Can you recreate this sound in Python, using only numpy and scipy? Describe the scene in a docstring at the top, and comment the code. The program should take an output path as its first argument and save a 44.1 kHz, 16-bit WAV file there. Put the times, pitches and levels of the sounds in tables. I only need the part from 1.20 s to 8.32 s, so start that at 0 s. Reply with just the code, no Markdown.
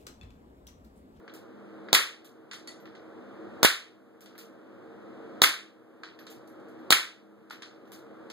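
"""A workshop with a droning fan, where a suppressed small-calibre pistol fires four times.
Shots sum a hammer, a muzzle pop ringing the suppressor's air, gas noise, a slide rattle and a strike on a
wooden block. Brass cases bounce on floor and benches, a steel tube rings and the trigger clicks: noise and modes.
The recorder cuts its gain on loud sound, lets it creep back, and subtracts from each microphone the other, delayed."""
import sys
import numpy as np
from scipy import signal
from scipy.fft import rfft, irfft, next_fast_len
from scipy.io import wavfile
from scipy.ndimage import uniform_filter1d

SR = 44100
rng = np.random.default_rng(int(sys.argv[2]) if len(sys.argv) > 2 else 0)


def transcribe(u):
    """Save the signal u as a 16-bit wav file named by the first command-line argument.

    u: samples, shape (n,) or (channels, n), limited to [-1, 1]; the rate is SR.
    q: integer samples, one column per channel.
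    """
    v = np.clip(np.atleast_2d(u).T, -1, 1)
    q = np.round(v * 32767).astype(np.int16)
    wavfile.write(sys.argv[1], SR, q)


N = 313992


def amp(db):
    """Amplitude factor of a level in dB."""
    return 10 ** (np.asarray(db) / 20)


def unit(x):
    """Scale to rms 1."""
    return x / np.sqrt(np.mean(x ** 2) + 1e-20)


def along(points, hz):
    """Interpolate (Hz, value) points on a log frequency axis."""
    f, v = np.transpose(points)
    return np.interp(np.log(hz + 1), np.log(f + 1), v)


def filtered(x, response):
    """Multiply the spectrum of x by response(hz)."""
    size = next_fast_len(x.shape[-1] + 4096)
    spectrum = rfft(x, size) * response(np.fft.rfftfreq(size, 1 / SR))
    return irfft(spectrum, size)[..., :x.shape[-1]]


def add(track, start_s, sound):
    """Mix a two-microphone sound into track at start_s."""
    part = track[:, round(start_s * SR):][:, :sound.shape[1]]
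    part += sound[:, :part.shape[1]]


# Likeness of diffuse noise at the two microphones. Each row: frequency in Hz, correlation from 0 to 1.
FAR_LIKENESS = [(300, 1), (520, 0.5), (700, 0.19), (1000, 0.026), (16000, 0.0072)]


def diffuse(colour, size, likeness=FAR_LIKENESS):
    """Noise of rms 1 from many directions: the microphones' correlation depends on frequency."""
    def shape(hz):
        angle = np.arccos(np.clip(along(likeness, hz), 0, 1)) / 2
        return amp(along(colour, hz)) * [np.cos(angle), np.sin(angle)]

    mid, side = filtered(rng.standard_normal((2, size)), shape)
    return unit(np.array([mid + side, mid - side]))


# Fan noise spectrum. Each row: frequency in Hz, relative level in dB.
FAN_NOISE = [(20, -24.5), (60, -26), (86, -6.5), (110, -2.5), (170, -6), (260, -5), (350, -2.5),
             (520, -6.5), (700, -10.5), (950, -17), (1300, -14), (1750, -20.5), (2400, -29), (3500, -34),
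             (5000, -40.5), (8000, -49.5), (16000, -64)]
# Unsteady fan tones. Each row: frequency in Hz, half-width in Hz, level in dB.
FAN_TONES = [(206.1, 2.6, -50.5), (249, 23, -50.5), (324.8, 6, -52.5), (362, 15, -55.5), (457.2, 12, -52.5),
             (548, 11, -61)]


def fan():
    """Air noise, plus a steady tone and narrowband unsteady tones reaching both microphones alike."""
    out = amp(-45) * diffuse(FAN_NOISE, size=N)
    for tone_hz, width_hz, level_db in FAN_TONES:
        tone = filtered(rng.standard_normal(N), lambda hz: 1 / (1 + ((hz - tone_hz) / width_hz) ** 2))
        out = out + amp(level_db) * unit(tone)
    hum_hz, hum_db = 318.4, -45
    return out + amp(hum_db) * np.sin(2 * np.pi * hum_hz * np.arange(N) / SR)


# Likeness of nearby sharp sounds at the microphones. Each row: frequency in Hz, correlation from 0 to 1.
NEAR_LIKENESS = [(100, 0.54), (500, 0.75), (1200, 0.79), (2000, 0.033), (16000, .01)]


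def burst(colour, t60_s, rise_s=.0003):
    """A puff of noise with exponential rise and decay."""
    t = np.arange(SR // 8) / SR
    return diffuse(colour, len(t), NEAR_LIKENESS) * amp(-60 * t / t60_s) * (1 - np.exp(-t / rise_s))


# Workshop reverberation. Each row: frequency in Hz, t60 in seconds before t60_scale.
ROOM_T60 = [(150, 0.18), (450, 0.46), (800, 0.32), (2000, 0.34), (4000, 0.34), (8000, 0.3), (12000, 0.23),
            (15500, 0.22)]


def echoes(colour, rise_s, t60_scale=0.96, uneven_db=2.47):
    """The workshop's answer to a sharp sound: frequencies die at their own speeds, in uneven reflections."""
    hz, t, bins = signal.stft(diffuse(colour, SR // 2, NEAR_LIKENESS), SR, nperseg=256)
    lumps = uniform_filter1d(rng.standard_normal(bins.shape[1:]), size=7, axis=0)
    lumps = unit(uniform_filter1d(lumps, size=2, axis=1))
    t60_s = t60_scale * along(ROOM_T60, hz)[:, None]
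    gain_db = uneven_db * lumps - 60 * t / t60_s
    tail = signal.istft(bins * amp(gain_db), SR, nperseg=256)[1]
    return tail * (1 - np.exp(-np.arange(tail.shape[1]) / SR / rise_s))


def ring(modes, waver_hz=110):
    """Struck metal through reflections: each decaying mode wavers, differently at each microphone."""
    t = np.arange(SR // 3) / SR
    out = 0
    for mode_hz, level_db, t60_s in modes:
        line = filtered(rng.standard_normal((2, len(t))), lambda hz: np.exp(-((hz - mode_hz) / waver_hz) ** 2))
        out = out + amp(level_db - 60 * t / t60_s) * unit(line)
    return out * (1 - np.exp(-t / 0.0014))


# Knock spectrum of struck wood. Each row: frequency in Hz, relative level in dB.
WOOD_KNOCK = [(250, -43.5), (700, -11), (1400, 1.5), (2200, 0.5), (3500, -33), (7000, -72)]


def tick(out, start_s, level_db, knock_db, treble_db, direct_db, top_db, t60_s):
    """A small hard contact: direct noise burst, wooden knock and room echoes."""
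    colour = [(450, knock_db - 18.0), (1500, knock_db + 8.5), (5000, 0.00057),
              (10500, treble_db + 2.5), (14500, treble_db + top_db), (16000, treble_db - 14.5)]
    add(out, start_s, amp(level_db + direct_db) * burst(colour, t60_s, rise_s=0.00023))
    add(out, start_s, amp(level_db + knock_db + 1.5) * burst(WOOD_KNOCK, t60_s=0.04))
    add(out, start_s, amp(level_db) * echoes(colour, rise_s=0.0039, t60_scale=0.94))


# Case bounces. Each row: start in seconds, level in dB, surface hardness from 0 wood to 1 concrete,
# brass ring in dB relative to the level.
CASE_BOUNCES = [(.0782, -46.5, 0.1, -46), (0.6855, -49.5, 0.0, -46), (1.3127, -35.5, 0.42, -37),
                (1.3329, -38.5, 0.69, -16), (1.474, -40, 0.78, -35), (1.5996, -61, .4, 1),
                (1.655, -49, 0.11, -31), (1.7505, -51.5, 0.28, -41), (3.0589, -46.5, 0.52, -28),
                (3.1523, -52, 0, -16), (4.8339, -36, 0.23, -45), (4.9896, -47, .35, -7),
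                (5.0671, -44, 0.55, -27), (5.2744, -62.5, .95, 2), (5.3994, -72.5, .8, -15),
                (5.4844, -68.5, 1, -6), (5.5898, -72.5, .45, -3.5), (6.299, -48, 0.7, -20),
                (6.3072, -35, 0.086, -30), (6.3096, -44.5, 0.71, -5), (6.4209, -36.5, 0.46, -40.5),
                (6.6541, -64.5, 0.42, -10.5), (6.6744, -67, 0.6, 0), (7.1003, -45, 0.62, -32.5)]
# Ring modes of a brass case. Each row: share of the case's pitch, level in dB, t60 in seconds.
BRASS_MODES = [(.478, -6, .2), (1.002, -1, .2)]
# Pitch of each shot's case in Hz, one entry a shot.
CASE_PITCH_HZ = [12370, 12300, 12500, 12730]


def case_bounces():
    """Brass cases tick on floor and benches and ring; hardness blends the wood and concrete colours."""
    # low knock dB, treble dB, direct sound dB
    on_wood, on_concrete = np.array((6.3, -36.5, 7)), np.array((-15.5, -3, 7.8))
    out = np.zeros((2, N))
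    for start_s, level_db, hard, ring_db in CASE_BOUNCES:
        knock_db, treble_db, direct_db = (1 - hard) * on_wood + hard * on_concrete
        tick(out, start_s, level_db, knock_db, treble_db, direct_db, top_db=-14.5, t60_s=.028)
        shots_so_far = sum(shot[0] < start_s for shot in SHOT_EVENTS)
        pitch_hz = CASE_PITCH_HZ[max(shots_so_far - 1, 0)]  # before any shot: first pitch
        modes = [(pitch_hz * share, mode_db, t60_s) for share, mode_db, t60_s in BRASS_MODES]
        add(out, start_s, amp(level_db + ring_db) * ring(modes))
    return out


# Trigger clicks. Each row: start in seconds, level in dB.
CLICKS = [(0.138, -45), (1.0457, -44.5), (3.0076, -45), (3.1793, -38.5), (5.101, -45.5), (6.719, -42)]


def trigger_clicks():
    """The trigger's mechanism makes short, bright contacts."""
    out = np.zeros((2, N))
    for start_s, level_db in CLICKS:
        tick(out, start_s, level_db, knock_db=-8.5, treble_db=-7.5, direct_db=8.6, top_db=9.0, t60_s=0.0075)
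    return out


# Crash spectrum, shared by hammer and block strike. Each row: frequency in Hz, relative level in dB.
CRASH_COLOUR = [(100, -20.5), (300, -11), (700, -20.5), (1300, -4), (2100, 0), (3800, -5), (5000, -8.5),
                (7500, -13.5), (9500, -15), (12500, -15), (15500, -24.5)]


def hammer():
    """The falling hammer: a short noise burst."""
    return amp(-21.5) * burst(CRASH_COLOUR, t60_s=0.022, rise_s=0.0022)


def push(width_s):
    """A suction pulse and its rebound."""
    u = np.arange(SR // 50) / SR / width_s
    return -np.e * u * (1 - u / 2) * np.exp(-u)


# Air modes in the suppressor. Each row: frequency in Hz, mean level in dB, t60 in seconds.
SUPPRESSOR_MODES = [(268, -17, 0.0092), (1030, 5.5, 0.003), (3950, 0.5, 0.0037), (6430, -11.5, 0.001)]


def suppressor_air():
    """The gas front rings the air inside the suppressor as decaying sines."""
    t = np.arange(SR // 20) / SR
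    out = 0
    for mode_hz, level_db, t60_s in SUPPRESSOR_MODES:
        spread_db = rng.normal(0, 0.67, (2, 1))
        out = out - amp(level_db + spread_db - 60 * t / t60_s) * np.sin(2 * np.pi * mode_hz * t)
    return out


# Gas noise spectrum. Each row: frequency in Hz, relative level in dB.
GAS_COLOUR = [(100, -18.5), (400, 0.5), (1000, -5), (4000, -0.5), (7000, -4.5), (12000, -13), (16000, -7.5)]


def muzzle(out, start_s):
    """Pop, ringing suppressor air and escaping gas; the blast also shoves the nearer, second microphone."""
    pop_db, gas_db, shove_db = 3.5, -11.5, -5.5
    add(out, start_s, amp(pop_db) * push(.00005) * [[1], [1]])
    add(out, start_s, amp(pop_db - 10.0) * suppressor_air())
    add(out, start_s, amp(pop_db - 5.5) * burst(GAS_COLOUR, t60_s=.006))
    add(out, start_s + 0.00012, amp(shove_db) * push(0.00049) * [[0], [1]])
    add(out, start_s, amp(gas_db) * echoes(GAS_COLOUR, rise_s=0.0045, t60_scale=0.99))


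# Slide rattle spectrum. Each row: frequency in Hz, relative level in dB.
RATTLE_COLOUR = [(5000, -28.5), (9000, 6.5), (10500, -1), (12500, 0), (15000, -13)]


def slide(level_db):
    """The slide's metal rattle: treble noise with room decay."""
    return amp(level_db) * echoes(RATTLE_COLOUR, rise_s=0.00088, t60_scale=0.98)


def block_strike(out, start_s, thud_db, crash_db):
    """The bullet thuds into the block by the first microphone; its crash fills the room."""
    add(out, start_s, amp(thud_db) * push(0.00041) * amp([[0], [-25]]))
    add(out, start_s, amp(crash_db) * echoes(CRASH_COLOUR, rise_s=0.0014, uneven_db=1.33))


# Shots. Each row: start in seconds, slide rattle in dB, block thud in dB, strike crash in dB.
SHOT_EVENTS = [(0.73, -18.5, -4, -3.5), (2.431, -17.5, 13.5, -2.5), (4.2188, -18, -1, -3),
               (5.7057, -23.5, -9, -2.5)]


def shots():
    """Each shot in order: hammer, muzzle, slide, block strike."""
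    out = np.zeros((2, N))
    for start_s, rattle_db, thud_db, crash_db in SHOT_EVENTS:
        add(out, start_s - .0028, hammer())
        muzzle(out, start_s)
        add(out, start_s + .0105, slide(rattle_db))
        block_strike(out, start_s + .0167, thud_db, crash_db)
    return out


# Steel tube modes. Each row: frequency in Hz, level in dB, t60 in seconds.
TUBE_MODES = [(1985, 0, .25), (4440, 4, 0.17), (6830, -9, 0.22), (8980, -18, 0.28)]
# Blows on the tube. Each row: start in seconds, level in dB.
TUBE_BLOWS = [(1.3135, -43), (1.4744, -42)]


def tube_hits():
    """A steel tube met by some bounces rings in its modes."""
    out = np.zeros((2, N))
    for start_s, level_db in TUBE_BLOWS:
        add(out, start_s, amp(level_db) * ring(TUBE_MODES, waver_hz=40.3))
    return out


# Second microphone's response. Each row: frequency in Hz, gain in dB.
SECOND_MIC = [(100, 4.5), (500, 2), (1500, 2), (2400, -1), (3500, 4), (6000, -1), (12000, 3)]


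def scene():
    """Sum the sources at two microphones; colour the second."""
    first, second = fan() + case_bounces() + trigger_clicks() + shots() + tube_hits()
    return np.array([first, filtered(second, lambda hz: amp(along(SECOND_MIC, hz)))])


def gain_control(x, knee_db=-25, slope=0.79, release_db_per_s=9, start_db=11, attack_s=0.0044):
    """Loud sound cuts the gain quickly; it creeps back at a constant rate, from a cut of start_db or more."""
    released_db = release_db_per_s * np.arange(N) / SR
    power = uniform_filter1d(np.mean(x ** 2, 0), size=441, origin=220)  # trailing 10 ms
    cut_db = np.maximum(slope * (10 * np.log10(abs(power) + 1e-12) - knee_db), 0)
    held_db = np.maximum.accumulate(cut_db + released_db)
    cut_db = np.maximum(held_db, start_db) - released_db
    keep = np.exp(-1 / (attack_s * SR))
    smooth_db = signal.lfilter([1 - keep], [1, -keep], cut_db - cut_db[0]) + cut_db[0]
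    return x * amp(-smooth_db)


# Circuit hiss spectrum. Each row: frequency in Hz, relative level in dB.
CIRCUIT_HISS = [(2000, -9), (8000, -2), (14500, -1.5), (15400, -6.5), (15800, -29.5)]


def record(dry):
    """Bass cut, gain control, circuit hiss, crossed subtraction for width, overload and band limit."""
    cross_delay_samples, top_hz = 16, 16600
    mics = filtered(dry, lambda hz: (1j * hz / (70 + 1j * hz)) ** 2 + amp(-30.0))
    mics = gain_control(mics) + amp(-86.0) * diffuse(CIRCUIT_HISS, size=N)
    crossed = np.pad(mics[::-1], ((0, 0), (cross_delay_samples, 0)))[:, :N]
    wide = mics - crossed
    wide = wide / (1 + abs(wide / .9) ** 6) ** (1 / 6)  # soft overload towards 0.9

    def band_limit(hz):
        step_db = -7 * (1 + np.tanh((hz - 15750) / 110))
        slope_db = -45 * np.clip((hz - 15900) / 700, 0, 1) ** 3
        return amp(step_db + slope_db) * (hz < top_hz)

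    return filtered(wide, band_limit)


dry = scene()
out = record(dry)
transcribe(out)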